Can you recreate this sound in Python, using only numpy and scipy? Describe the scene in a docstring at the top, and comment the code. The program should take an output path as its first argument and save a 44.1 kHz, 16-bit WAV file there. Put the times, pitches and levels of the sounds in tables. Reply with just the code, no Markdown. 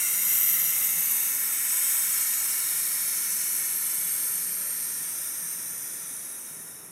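"""Compressed air hisses from a hand-held valve, close by at the front of a pickup, as an air bag empties.
The jet flutters, narrows and fades as the pressure drops; breathy whistles come and go in it.
The hollow behind the grille rings along, and echoes off the bodywork shift as the hand moves.
One microphone in an open yard, with a low rumble behind and two faint coos from a far-off dove."""
import sys
import numpy as np
from scipy import signal
from scipy.fft import rfft, irfft, next_fast_len
from scipy.io import wavfile
from scipy.ndimage import uniform_filter1d, map_coordinates

SR = 44100
rng = np.random.default_rng(int(sys.argv[2]) if len(sys.argv) > 2 else 0)


def put_to_file(sound):
    """Save the sound as 16-bit audio at rate SR, in the file named by the first command-line argument."""
    columns = np.atleast_2d(sound).T  # one column per channel
    safe = np.clip(columns, -1, 1)
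    whole_steps = np.round(safe * 32767)
    wavfile.write(sys.argv[1], SR, whole_steps.astype(np.int16))


N = 304731
TIME = np.arange(N) / SR


def amp(db):
    """Decibels to gain."""
    return 10 ** (np.asarray(db) / 20)


def unit(x):
    """x at rms 1."""
    return x / np.sqrt(np.mean(np.abs(x) ** 2) + 1e-20)


def along(points, hz):
    """Level in dB at hz, read between (freq_hz, level_db) points on a log axis."""
    freq_hz, level_db = np.transpose(points)
    return np.interp(np.log(hz + 1), np.log(freq_hz + 1), level_db)


def bell(hz, centre, width):
    """The shape of one resonance, 1 at its centre."""
    return 1 / (1 + (2 * (hz - centre) / width) ** 2)


def step(at_s, fade_s):
    """A smooth rise from 0 to 1 around at_s."""
    return 0.5 + 0.5 * np.tanh((TIME - at_s) / (2 * fade_s))


def spell(start, end, fade_s):
    """A gate that fades in around start and out around end."""
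    return step(start, fade_s) - step(end, fade_s)


def wobble(rate):
    """A smooth random curve, rate knots a second."""
    return map_coordinates(rng.standard_normal(int(N * rate / SR) + 4), [TIME * rate])


def filtered(x, response):
    """x shaped by a gain that depends on frequency."""
    size = next_fast_len(N + SR // 2)
    return irfft(rfft(x, size) * response(np.fft.rfftfreq(size, 1 / SR)), size)[:N]


def noise(response):
    """Coloured noise of rms 1."""
    return unit(filtered(rng.standard_normal(N), response))


def band(centre, width):
    """A narrow band of noise of rms 1."""
    return noise(lambda hz: bell(hz, centre, width) ** 2)


def notes(rows, fade_s):
    """A (noise band, gain curve) pair for each row."""
    return [(band(centre, width), amp(db) * spell(start, end, fade_s))
            for start, end, centre, width, db in rows]


def pressure_at(t, sag_s=0.63, spent_s=4.6):
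    """Bag pressure on a scale from 1 (full) to 0 (nearly empty), falling evenly after sag_s."""
    return np.clip((spent_s - t) / (spent_s - sag_s), 0, 1)


def emptying_db(empty_s=7.21, fade_power=0.79):
    """The flow sinks slowly at first, then ever faster as the bag runs out."""
    return fade_power * 20 * np.log10(np.maximum(1 - TIME / empty_s, 1e-3))


def broad_hiss(patchy_db):
    """Turbulence of the jet: a wide band at full pressure, a narrower one as the rubber bag empties."""
    # jet spectrum from a full and from a nearly empty bag: freq_hz, level_db
    jet_full = [(300, -34.5), (650, -22), (1050, -14), (1500, -10.5), (2900, -8.5), (3200, -12.5),
                (4900, -10), (5700, -4), (7300, 0), (8100, 1), (11500, 2), (12900, 2.5), (13700, -3),
                (15700, -7)]
    jet_spent = [(300, -33), (1000, -25), (2500, -18.5), (3800, -13.5), (4900, -18.5), (5600, -6.5),
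                 (7400, -10), (8600, -0.5), (11000, 0), (13000, -1), (14000, -9), (15700, -21)]
    # peaks and dips from the valve stem and fingers: centre_hz, width_hz, full_db, spent_db
    stem = [(3800, 240, 3.5, -0.5), (4280, 390, -6, -6.5), (4840, 220, -6.5, 4), (5310, 180, -3, 6.5),
            (5840, 150, -6.5, 3), (6335, 340, -3.5, 10), (6650, 230, 4.5, -4), (6990, 210, 3, 5.5),
            (7270, 205, -13, -6), (13100, 400, 0.5, -2.5)]
    hz, t, spectrum = signal.stft(rng.standard_normal(N), SR, nperseg=1024)
    pressure = pressure_at(t)
    full_db = along(jet_full, hz) + sum(db * bell(hz, centre, width) for centre, width, db, _ in stem)
    spent_db = along(jet_spent, hz) + sum(db * bell(hz, centre, width) for centre, width, _, db in stem)
    colour_db = np.outer(full_db, pressure) + np.outer(spent_db, 1 - pressure)
    # the jet wanders, so neighbouring bands swell and sink on their own
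    patches = uniform_filter1d(rng.standard_normal(spectrum.shape), size=4, axis=0)
    patches = uniform_filter1d(patches, size=50, axis=1)
    gain = amp(colour_db + patchy_db * unit(patches))
    _, hiss = signal.istft(spectrum * gain / np.linalg.norm(gain, axis=0), SR)
    return unit(hiss[:N])


def whistles():
    """Breathy whistles catch in the valve and let go."""
    # whistles, levels against the broad hiss: start_s, end_s, centre_hz, width_hz, level_db
    whistle_notes = [(-.2, .3, 8700, 400, -9), (-.2, .85, 5910, 600, -13.5), (-.2, 1.35, 2770, 500, -24),
                     (.15, 0.76, 12240, 1200, 0), (.75, 1.54, 12040, 800, -2.5),
                     (1.25, 1.9, 3650, 500, -26.5), (1.3, 2.3, 10730, 450, -12), (1.3, 4.5, 5400, 260, -20),
                     (1.5, 2.38, 12130, 1210, -7.5), (2.0, 5, 4350, 910, -24), (2.55, 3.8, 10720, 450, -9),
                     (3.4, 4.9, 12550, 1200, -5), (3.45, 4.13, 11090, 446, -4.5),
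                     (4.15, 4.4, 10600, 448.3, -2.5), (4.6, 6.7, 5900, 900, -14),
                     (5.65, 5.9, 11970, 500, -2.5), (6.0, 7.2, 3780, 350, -23.5),
                     (6.1, 7.2, 10870, 450, -3.5)]
    return notes(whistle_notes, fade_s=0.066)


def hoots():
    """A breathy low note of the valve; after it ends, the hollow behind the grille rings on, higher and weaker."""
    # the valve's low note, then the hollow's higher ring, levels against the broad hiss: start_s, end_s,
    # centre_hz, width_hz, level_db
    hoot_notes = [(-.2, 0.98, 2092, 298, -16.5), (1.0, 4.3, 2200, 300, -22)]
    return notes(hoot_notes, fade_s=0.024)


def jet():
    """Hiss and whistles share the flow; the jet flutters most while the pressure is high."""
    parts = [(broad_hiss(patchy_db=2.5), 1), climbing_whistle(), *whistles(), *hoots()]
    air = sum(gain * sound for sound, gain in parts)
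    total_gain = np.sqrt(sum(gain ** 2 for _, gain in parts))
    flutter_db = 0.3148 * (0.5 + pressure_at(TIME)) * wobble(70)
    return air / total_gain * amp(flutter_db)


def valve(full_db=-23):
    """Close to the microphone, the jet fades with the bag and follows the grip of the hand."""
    # the hand opens the valve a little more or less: start_s, end_s, change_db
    grip = [(-.2, 0.247, -1.4), (0.283, .38, 2.5), (0.467, .57, 1.8), (.68, 1.104, -0.7),
            (1.302, 1.68, -2.05), (1.75, 2.2, 0.8), (2.35, 3.3, -0.53), (3.506, 3.95, 0.5),
            (4.0, 4.454, 1.5)]
    grip_db = sum(db * spell(start, end, fade_s=0.029) for start, end, db in grip)
    return amp(full_db + emptying_db() + grip_db) * jet()


def bodywork(direct, sway_ms, sway_rate):
    """Near surfaces comb the sound at the microphone; the combs drift as the hand moves."""
    # echoes off ground and bodywork: delay_ms, relative_gain
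    reflections = [(2.3, 0.15), (3.7, 0.072), (6.3, 0.15), (11, 0.21), (19, 0.15)]
    delayed = lambda ms: map_coordinates(direct, [(TIME - ms / 1000) * SR], order=5)
    echoes = sum(gain * delayed(ms + sway_ms * wobble(sway_rate)) for ms, gain in reflections)
    return (direct + echoes) / np.sqrt(1 + sum(gain ** 2 for _, gain in reflections))


def hollow(base_db=-43, flow_share=0.79, turn_s=0.94):
    """The air behind the grille rings, weakly until the jet turns into it at turn_s."""
    # resonances of the hollow: centre_hz, width_hz, level_db
    modes = [(990, 108, -2.5), (1387, 270, 1), (1817, 304, 4), (2280, 420, 0), (2640, 340, -8.5)]
    turned_away_db = -13.5 * (1 - step(turn_s, fade_s=0.15))
    level_db = base_db + flow_share * emptying_db() + turned_away_db
    power = lambda hz: sum((amp(db) * bell(hz, centre, width)) ** 2 for centre, width, db in modes)
    return amp(level_db) * noise(lambda hz: np.sqrt(power(hz)))


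def yard(rumble_db=-55, drone_db=-66.5):
    """Low rumble of the neighbourhood around the yard, with a drone that swells unevenly."""
    # rumble spectrum: freq_hz, level_db
    rumble_colour = [(25, -22), (48, -46), (75, -21), (100, -4.5), (125, -4.5), (165, -3), (240, -2),
                     (450, -4.5), (700, -9), (1500, -10), (4000, -37), (12000, -45)]
    # the low sound rises and sinks: start_s, end_s, rumble_change_db, drone_change_db
    swells = [(.4, 1.149, -0.1, 7.5), (1.5, 2.8, -2.1, -4), (3.753, 5.152, 0, 4.5)]
    rumble_swell_db, drone_swell_db = sum(np.outer(changes_db, spell(start, end, fade_s=0.076))
                                          for start, end, *changes_db in swells)
    drone = amp(drone_db + drone_swell_db + 2.9 * wobble(6.7)) * band(centre=171, width=77)
    rumble = amp(rumble_db + rumble_swell_db) * noise(lambda hz: amp(along(rumble_colour, hz)))
    return rumble + drone


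def climbing_whistle(start_hz=7730, climb_hz_per_s=210, width_hz=580):
    """The main whistle climbs steadily as the bag empties: a (noise band, gain curve) pair."""
    # its spells, levels against the broad hiss: start_s, end_s, level_db
    spells = [(1.4, 2.253, -7.5), (2.25, 3.9, -12.5), (3.893, 5.897, -4), (5.897, 7.197, -6)]
    gain = sum(amp(db) * spell(start, end, fade_s=0.066) for start, end, db in spells)
    phase = 2 * np.pi * np.cumsum(start_hz + climb_hz_per_s * TIME) / SR
    # two slow noises shifted up to the rising pitch
    whistle = band(0, width_hz) * np.cos(phase) + band(0, width_hz) * np.sin(phase)
    return whistle, gain


def dove():
    """Soft, pure notes from far off in the trees."""
    # coos: middle_s, length_s, pitch_hz, level_db
    coos = [(4.11, 0.49, 579, -63), (4.65, 0.17, 576, -57)]
    swell = lambda middle, length: np.sqrt(np.clip(1 - (2 * (TIME - middle) / length) ** 2, 0, 1))
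    return sum(amp(db) * swell(middle, length) * np.sin(2 * np.pi * hz * TIME)
               for middle, length, hz, db in coos)


def scene():
    """Valve and pickup up close, yard and dove behind, in mono."""
    pickup = bodywork(valve(), sway_ms=0.054, sway_rate=1.296) + hollow()
    return (pickup + yard() + dove())[None]


def record(dry):
    """One microphone channel, with nothing above 15780 Hz."""
    return filtered(dry[0], lambda hz: hz < 15780)[None]


dry = scene()
out = record(dry)
put_to_file(out)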